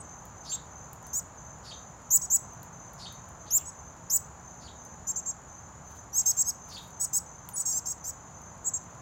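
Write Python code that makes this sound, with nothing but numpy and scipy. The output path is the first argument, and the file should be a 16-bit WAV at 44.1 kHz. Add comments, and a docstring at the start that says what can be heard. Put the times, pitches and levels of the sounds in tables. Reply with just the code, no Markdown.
"""Crickets chirp and trill over a murmur of distant traffic, each wing stroke driving a wing resonance.
On a stump at the edge of a wood cardinals feed: seed husks fracture in short broadband cracks, and the
young beg with sharp chips in which the two sides of the syrinx modulate each other. A far bird repeats
its slurred whistle, scattered by the trees, and later on wings flutter in pulses of noise."""
import sys
import numpy as np
from scipy import signal
from scipy.fft import rfft, irfft, next_fast_len
from scipy.io import wavfile

SR = 44100
rng = np.random.default_rng(int(sys.argv[2]) if len(sys.argv) > 2 else 0)


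def wrap_up_sound(samples):
    """Save the sound to the file named by the first command line argument, as 16-bit audio."""
    columns = np.atleast_2d(samples).T
    # keep every value between -1 and 1, then stretch to whole-number steps
    tamed = np.clip(columns, -1, 1)
    steps = np.round(tamed * 32767).astype(np.int16)
    wavfile.write(sys.argv[1], SR, steps)


N = 397341
TIME = np.arange(N) / SR


def amp(db):
    """Amplitude ratio of a level in decibels."""
    return 10 ** (np.asarray(db) / 20)


def unit(x):
    """Normalisation to rms 1."""
    return x / np.sqrt(np.mean(abs(x) ** 2) + 1e-20)


def read(points, hz):
    """Interpolation of a table on a logarithmic frequency axis."""
    f, value = np.transpose(points)
    return np.interp(np.log(hz + 1), np.log(f), value)


def add(mix, s, sound):
    """Superposition: a sound joins the mix at time s."""
    part = mix[max(round(s * SR), 0):][:len(sound)]
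    part += sound[:len(part)]


def phasor(hz):
    """A unit oscillation whose phase is the integral of frequency."""
    return np.exp(2j * np.pi * np.cumsum(hz, axis=-1) / SR)


def shaped(x, points):
    """Zero-phase filtering by a table of f/Hz, gain/dB."""
    full = next_fast_len(len(x))
    return irfft(rfft(x, full) * amp(read(points, np.fft.rfftfreq(full, 1 / SR))), full)[:len(x)]


def coloured(points, size=N):
    """Filtered white noise of rms 1, its spectrum given as f/Hz, level/dB."""
    return unit(shaped(rng.standard_normal(size), points))


def wander(rate_hz, size=N):
    """Random modulation: straight lines join rate_hz Gaussian values a second."""
    at = np.arange(size) * rate_hz / SR
    knots = rng.standard_normal(int(size / 8) + 8)
    return np.interp(at, np.arange(len(knots)), knots)


def trees(x, build_s):
    """Scattering by trunks and leaves: sparse echoes build up, then decay at a rate set by frequency."""
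    # reverberation time of the wood: f/Hz, T60/s
    decay_times = [(2000, 0.17), (4000, 0.33), (7500, 0.29), (15000, 0.2)]
    taps = rng.standard_normal(SR // 2) * (rng.random(SR // 2) < .1)
    hz, t, spectra = signal.stft(taps, SR, nperseg=256)
    decay = amp(-60 * t / read(decay_times, hz)[:, None])
    tail = signal.istft(spectra * decay * (1 - np.exp(-t / build_s)), SR, nperseg=256)[1]
    return signal.oaconvolve(x, tail / np.linalg.norm(tail))[:N]


def insect_chorus(level_db=-57.5):
    """Incoherent summation: many far insects blur into a band of noise."""
    # spectral density of the chorus: f/Hz, relative level/dB
    spectrum = [(5000, -20.5), (5800, -14.5), (6080, 2.5), (6300, -1), (6650, 1), (7000, 4), (7350, -4),
                (7650, -13.5), (8500, -24), (10000, -56)]
    return amp(level_db + 0.87 * wander(100)) * coloured(spectrum)


def traffic(gain_db=3):
    """Distant traffic and still air form broadband noise, strongest in the bass, that swells gently."""
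    # spectral density of traffic and air: f/Hz, relative level/dB
    spectrum = [(20, -42), (40, -8.5), (70, 0.5), (150, -1), (230, -10), (360, -13.5), (520, -11.5),
                (750, -7.5), (1000, -7), (1500, -14.5), (2500, -28), (4500, -37), (9000, -43.5),
                (16000, -44.5)]
    # the slow swell: t/s, level/dB before gain_db
    swell = [(0.0, -51.5), (1.7, -52), (2.4, -52.5), (2.56, -51.5), (6.24, -53), (8.72, -52.5), (9.0, -51)]
    return amp(gain_db + np.interp(TIME, *np.transpose(swell))) * coloured(spectrum)


def machine_hum():
    """A far machine radiates a line spectrum, each partial wavering in level and frequency."""
    # partials of the hum: f/Hz, level/dB
    partials = [(72.6, -63), (146, -66.5), (178, -62.5), (238, -65.5), (296, -73)]
    return sum(amp(db + 3.2 * wander(4)) * phasor(hz + 3 * wander(12)).real for hz, db in partials)


def ground_cricket(hz=6935, pulse_hz=44.3, sag_hz=90, level_db=-60.5):
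    """Continuous stridulation makes a trill; the frequency sags within each wing stroke."""
    stroke = np.cumsum(pulse_hz * (1 + 0.022 * wander(4.1))) / SR % 1
    song = np.sin(np.pi * stroke) ** 4 * phasor(hz + sag_hz * (.5 - stroke) + 35 * wander(200)).real
    return amp(level_db) * unit(song + amp(-4.5) * trees(song, build_s=.004))


def far_cricket(hz=6240, chirps_hz=2.7, level_db=-60):
    """A gated tone, slower in rhythm than the near cricket, arrives by scattering alone."""
    gate = np.clip(2 * phasor(chirps_hz * (1 + 0.04 * wander(1.62))).real + .5, 0, 1)
    return amp(level_db) * trees(gate * phasor(hz + 60 * wander(200)).real, build_s=.004)


def peeps():
    """A single voice of a cardinal's syrinx sweeps a thin pure tone linearly in frequency."""
    # the sweeps: start t/s, end t/s, first f/Hz, last f/Hz, level/dB
    notes = [(0.0, 0.021, 8360, 7770, -42), (7.533, 7.569, 8900, 10260, -35)]
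    out = np.zeros(N)
    for start, end, first_hz, last_hz, db in notes:
        hz = np.linspace(first_hz, last_hz, int((end - start) * SR))
        add(out, start, amp(db) * phasor(hz).real * signal.windows.tukey(len(hz), .5))
    return out


def near_cricket(hz=6258, chirp_s=0.1686, pulse_hz=32.9, level_db=-50.5, octave_db=-33, count=26):
    """Driven resonance: each chirp is a run of strokes that ring the wing, with a faint octave."""
    first_s, period_s, slowing_s = .04, .3295, .00134  # the period grows from chirp to chirp
    spread_db, stray_s = 0.76, 0.0026
    envelope, t = np.zeros(N), np.arange(0, chirp_s, 1 / SR)
    strokes = np.sqrt(abs(np.sin(np.pi * pulse_hz * t))) * signal.windows.tukey(len(t), .12)
    for k, (late, strong) in enumerate(rng.standard_normal((count, 2))):
        start = first_s + k * (period_s + k * slowing_s / 2)
        add(envelope, start + stray_s * late, amp(level_db + spread_db * strong) * strokes)
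    wing = phasor(hz + 58 * wander(450))
    song = envelope * amp(2 * wander(220)) * (wing + amp(octave_db) * wing ** 2).real
    return song + amp(-2) * trees(song, build_s=0.0045)


def nibbles(per_s=12, level_db=-67, spread_db=3.0, decay_s=0.0027):
    """A Poisson process of tiny impacts: beaks and shifting seed tick as damped bursts of noise."""
    impacts = (rng.random(N) < per_s / SR) * amp(spread_db * np.minimum(rng.exponential(1, N), 3))
    t = np.arange(512) / SR
    tick = coloured([(2000, -4), (6000, 5), (11000, 0), (16000, -11)], size=512) * np.exp(-t / decay_s)
    return amp(level_db) * signal.oaconvolve(impacts, tick)[:N]


def seed_cracks(snap_s=0.0016, crumble_s=0.024, crumble_db=-18, width_hz=5000, husk_db=-12.0):
    """Brittle fracture: a husk snaps, then crumbles briefly, exciting one broad, bright resonance."""
    # the loudest fractures: t/s, peak level/dB, resonance f/Hz
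    cracks = [(0.2534, -38, 14400), (0.9308, -31.5, 11800), (1.0266, -47, 11400), (1.0672, -35, 9600),
              (2.5331, -49, 14500), (2.6302, -35.5, 14300), (2.9337, -43, 12300), (3.1238, -41.5, 11800),
              (3.2884, -46, 10600), (4.8504, -44, 9520), (6.6897, -46, 11100), (6.9054, -45, 10500),
              (7.4885, -27, 13200), (8.4178, -49, 10700)]
    out, t = np.zeros(N), np.arange(2048) / SR
    hz = np.fft.rfftfreq(len(t), 1 / SR)
    for s, db, ring_hz in cracks:
        envelope = np.exp(-t / snap_s) + amp(crumble_db) * np.exp(-t / crumble_s)
        burst = rng.standard_normal(len(t)) * envelope
        ring = irfft(rfft(burst) * hz * width_hz / (hz * width_hz + 1j * (hz ** 2 - ring_hz ** 2)))
        crack = ring + amp(husk_db) * shaped(burst, [(700, -11), (2500, 2.0), (7000, 2), (12000, -8)])
        add(out, s + 0.0004, amp(db) * crack / abs(crack).max())
    return out


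def slur(shape, burr_hz=1300, octave_db=-17):
    """Random frequency modulation makes a gliding whistle hoarse. Returns onset and sound."""
    s, *columns = np.transpose(shape)
    t = np.arange(s[0], s[-1], 1 / SR)
    hz, db, hoarse = (np.interp(t, s, column) for column in columns)
    tone = phasor(hz + burr_hz * hoarse * wander(2500, size=16384)[:len(t)])
    return s[0], (tone + amp(octave_db) * tone ** 2).real * amp(db) * signal.windows.tukey(len(t), .1)


def far_birds():
    """Whistles from inside the wood arrive both by the direct path and by scattering."""
    # repeats of the call: t/s, level/dB
    calls = [(0.472, -40.5), (1.665, -43), (3.011, -41.5), (4.628, -50), (6.72, -41.5)]
    # its hoarse opening and two syllables: relative t/s, f/Hz, relative level/dB, hoarseness (0-1)
    contour = [(-.04, 5200, -26, 1), (-.012, 5170, -6, 0.82), (.002, 4300, -5.5, 0.86),
               (.018, 4630, -3.5, 0.26), (.042, 4400, -2, 0.22), (.049, 2942, -5, 0.27),
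               (.058, 3605, 2, .22), (.075, 3800, -6.5, 0.17), (.09, 3420, -9, 0.3)]
    # one fainter warble: t/s, f/Hz, level/dB, hoarseness (0-1)
    warble = [(3.455, 3600, -61, 1), (3.485, 4050, -54, .5), (3.505, 3100, -57, 0.3),
              (3.53, 2450, -61, 0.13), (3.545, 3000, -77, .3), (3.565, 3770, -65, 0.31),
              (3.6, 3000, -55, 0.51), (3.635, 2320, -61, 0.17)]
    out = np.zeros(N)
    for s, db in calls:
        lead, call = slur(contour)
        add(out, s + lead, amp(db) * call)
    add(out, *slur(warble))
    return out + amp(-3.5) * trees(out, build_s=0.0013)


def chip(row, scoop_s=0.0069, sag_hz=89.4, fall_s=0.018, attack_s=0.0062, fade_db=28.5):
    """Coupled oscillators: both sides of the syrinx arch up and snap down, modulating each other."""
    start, end, crest_hz, climb_hz, scoop_hz, gap_hz, low_db, high_db, swell_db, rasp = row
    coupling_db, sum_tone_db, hiss_db = -24.5 + 10.5 * rasp, -0.5 - 4 * rasp, -30 + 12.5 * rasp
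    waver_hz, jitter_hz, tremble_db = 30, 45.4 + 29 * rasp, 2 * rasp
    # a chip pushed harder is brighter and falls further
    effort_db = low_db + 28  # above an ordinary chip
    overtone_db = -26.5 + 11.5 * rasp + 0.71 * effort_db + 0.0078 * climb_hz
    fall_hz = 2270 + 60 * effort_db + 900 * rasp
    t = np.arange(0, end - start, 1 / SR)
    flutter, fray, shimmer, waver, *jitter = (
        wander(rate_hz, size=8192)[:len(t)] for rate_hz in (2410, 2270, 242, 134, 904, 880))
    to_crest = np.clip(1 - t / (end - start - fall_s), 0, 1)
    closing = np.clip((t - t[-1]) / fall_s + 1, 0, 1) ** 2
    arch_hz = crest_hz - climb_hz * to_crest ** 1.5 - sag_hz * np.sin(np.pi * to_crest) ** 2
    low_hz = arch_hz - scoop_hz * np.exp(-t / scoop_s) - fall_hz * closing + waver_hz * waver
    low, high = phasor(np.array([low_hz, low_hz + gap_hz]) + jitter_hz * np.array(jitter))
    # the beat throws sidebands one gap above and below the voices
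    beat = np.exp(2 * amp(coupling_db) * (high / low).real)
    voice = (amp(low_db) * low + amp(high_db) * high) * beat
    octaves = amp(low_db) * low ** 2 + amp(high_db) * high ** 2
    sum_tone = amp(sum_tone_db + max(low_db, high_db)) * low * high
    overtones = amp(overtone_db) * (octaves + sum_tone) * beat * np.exp(.3j * fray)
    # turbulent air roughens the tone and hisses along with it
    turbulence = amp(hiss_db) * (.8 * flutter * voice.real + .6 * abs(voice) * rng.standard_normal(len(t)))
    edges = np.clip(t / attack_s, 0, 1) * np.clip((t[-1] - t) / 0.0022, 0, 1)
    level_db = tremble_db * shimmer - swell_db * to_crest ** 2 - fade_db * closing
    return start, ((voice + overtones).real + turbulence) * edges * amp(level_db)


def begging_cardinals():
    """Source and filter: chips from the syrinx are coloured by the throat and open beak."""
    # chips at the syrinx: start t/s, end t/s, lower voice's crest f/Hz, climb f/Hz, opening scoop f/Hz,
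    # gap to the upper voice f/Hz, lower level/dB, upper level/dB, swell to the crest/dB, rasp (0-1)
    chips = [(0.49, 0.567, 6680, 637, 58, 935, -37.5, -29.5, 16, 0.14),
             (1.129, 1.206, 7130, 796, 470, 980, -29, -36.5, 5.5, .5),
             (2.103, 2.181, 7190, 1323, 250, 740, -21.5, -19, 12, 0.12),
             (2.214, 2.268, 6920, 180, 1320, 1110, -36, -38, -3, 0.6),
             (2.299, 2.375, 7110, 1110, 450, 810, -23.5, -20.5, 12.5, 0),
             (3.503, 3.588, 7210, 1355, 1640, 400, -23, -21, 20.5, .2),
             (3.651, 3.712, 6720, -500, 2000, 1200, -43.5, -42, 5, 0.57),
             (4.097, 4.181, 7180, 1303, 1380, 780, -25, -23.5, 13, 0.52),
             (5.067, 5.125, 6580, 662, 100, 910, -35.5, -28, 9, 0.26),
             (5.157, 5.209, 6700, 502, 460, 880, -36.5, -32, -3, 0),
             (5.256, 5.321, 6690, -100, 1174, 804, -35.5, -30.5, 6, 0.2),
             (6.126, 6.203, 6760, 1052, 290, 1340, -24, -34, 23, 0),
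             (6.179, 6.224, 6660, 237, 0, 964, -29.5, -24.5, -3, 0.3),
             (6.256, 6.324, 6600, 200, 488, 1154, -23.5, -25.5, 1.5, 0.52),
             (6.364, 6.433, 6680, 293, 892, 1020, -29, -20.5, 17.5, 0.47),
             (6.445, 6.514, 6640, 235, 1428, 1310, -25.5, -36, 23, 0.6),
             (6.997, 7.063, 6950, 464, 0, 1147, -34, -27.5, 7.5, 1),
             (7.128, 7.194, 6790, 662, 72, 1174, -30, -24, 8.5, 0.83),
             (7.555, 7.63, 7030, 416, 0, 1030, -35.5, -29.5, 8.5, 1),
             (7.652, 7.737, 6610, -100, 340, 1040, -34, -32, -2.5, 1),
             (7.722, 7.8, 6420, 500, 2, 1237, -35, -27.5, 9, 0.72),
             (7.855, 7.935, 6700, 277, 1398, 987, -36.5, -33.5, 5, 1),
             (8.038, 8.116, 6840, 1021, 416, 1000, -37.5, -35.5, 12, 1),
             (8.639, 8.701, 6900, 202, 890, 860, -31, -25, 25, 0),
             (8.735, 8.784, 6720, -250, 670, 854, -37, -30.5, -6.5, 0.16)]
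    # response of throat and beak: f/Hz, gain/dB
    beak = [(1500, -50), (3500, -10), (5200, 5), (6300, 2), (8100, 0.5), (9300, 0.5), (11000, 4.5),
            (13000, -0.5), (15000, 1.5)]
    source = np.zeros(N)
    for row in chips:
        add(source, *chip(row))
    return shaped(source, beak)


def wings(beat_hz=21):
    """Amplitude-modulated noise: feathers swish once in every wing beat."""
    # bursts of wing beats: start t/s, end t/s, level/dB
    flutters = [(5.845, 6.038, -66.5), (6.116, 6.488, -62), (6.62, 6.952, -64)]
    envelope = np.zeros(N)
    for start, end, db in flutters:
        t = np.arange(0, end - start, 1 / SR)
        beats = 0.77 + np.sin(np.pi * beat_hz * t) ** 4
        add(envelope, start, amp(db) * signal.windows.tukey(len(t), .6) * beats)
    envelope *= amp(2.0 * wander(300))
    return envelope * coloured([(600, -12), (2500, 4.0), (5500, 2), (10000, 1), (15000, 1)])


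def bounce(x, delay_s=0.0019, echo_db=-21):
    """Early reflection: the stump's top and the ground return one quick echo."""
    return x + amp(echo_db) * np.interp(TIME - delay_s, TIME, x)


def scene():
    """Direct sound dominates at the nearby stump; the other sources lie farther back."""
    near = bounce(begging_cardinals() + peeps() + seed_cracks() + nibbles() + wings())
    scatter = amp(-20) * trees(near, build_s=.004)
    singers = far_birds() + near_cricket() + far_cricket() + ground_cricket()
    background = insect_chorus() + traffic() + machine_hum()
    return (near + scatter + singers + background)[None]


def record(dry):
    """Band limiting: a linear-phase low-pass filter removes the highest treble."""
    cutoff_hz = 15900
    lowpass = signal.firwin(511, cutoff_hz, window=("kaiser", 9), fs=SR)
    return signal.oaconvolve(dry, lowpass[None], "same")


dry = scene()
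out = record(dry)
wrap_up_sound(out)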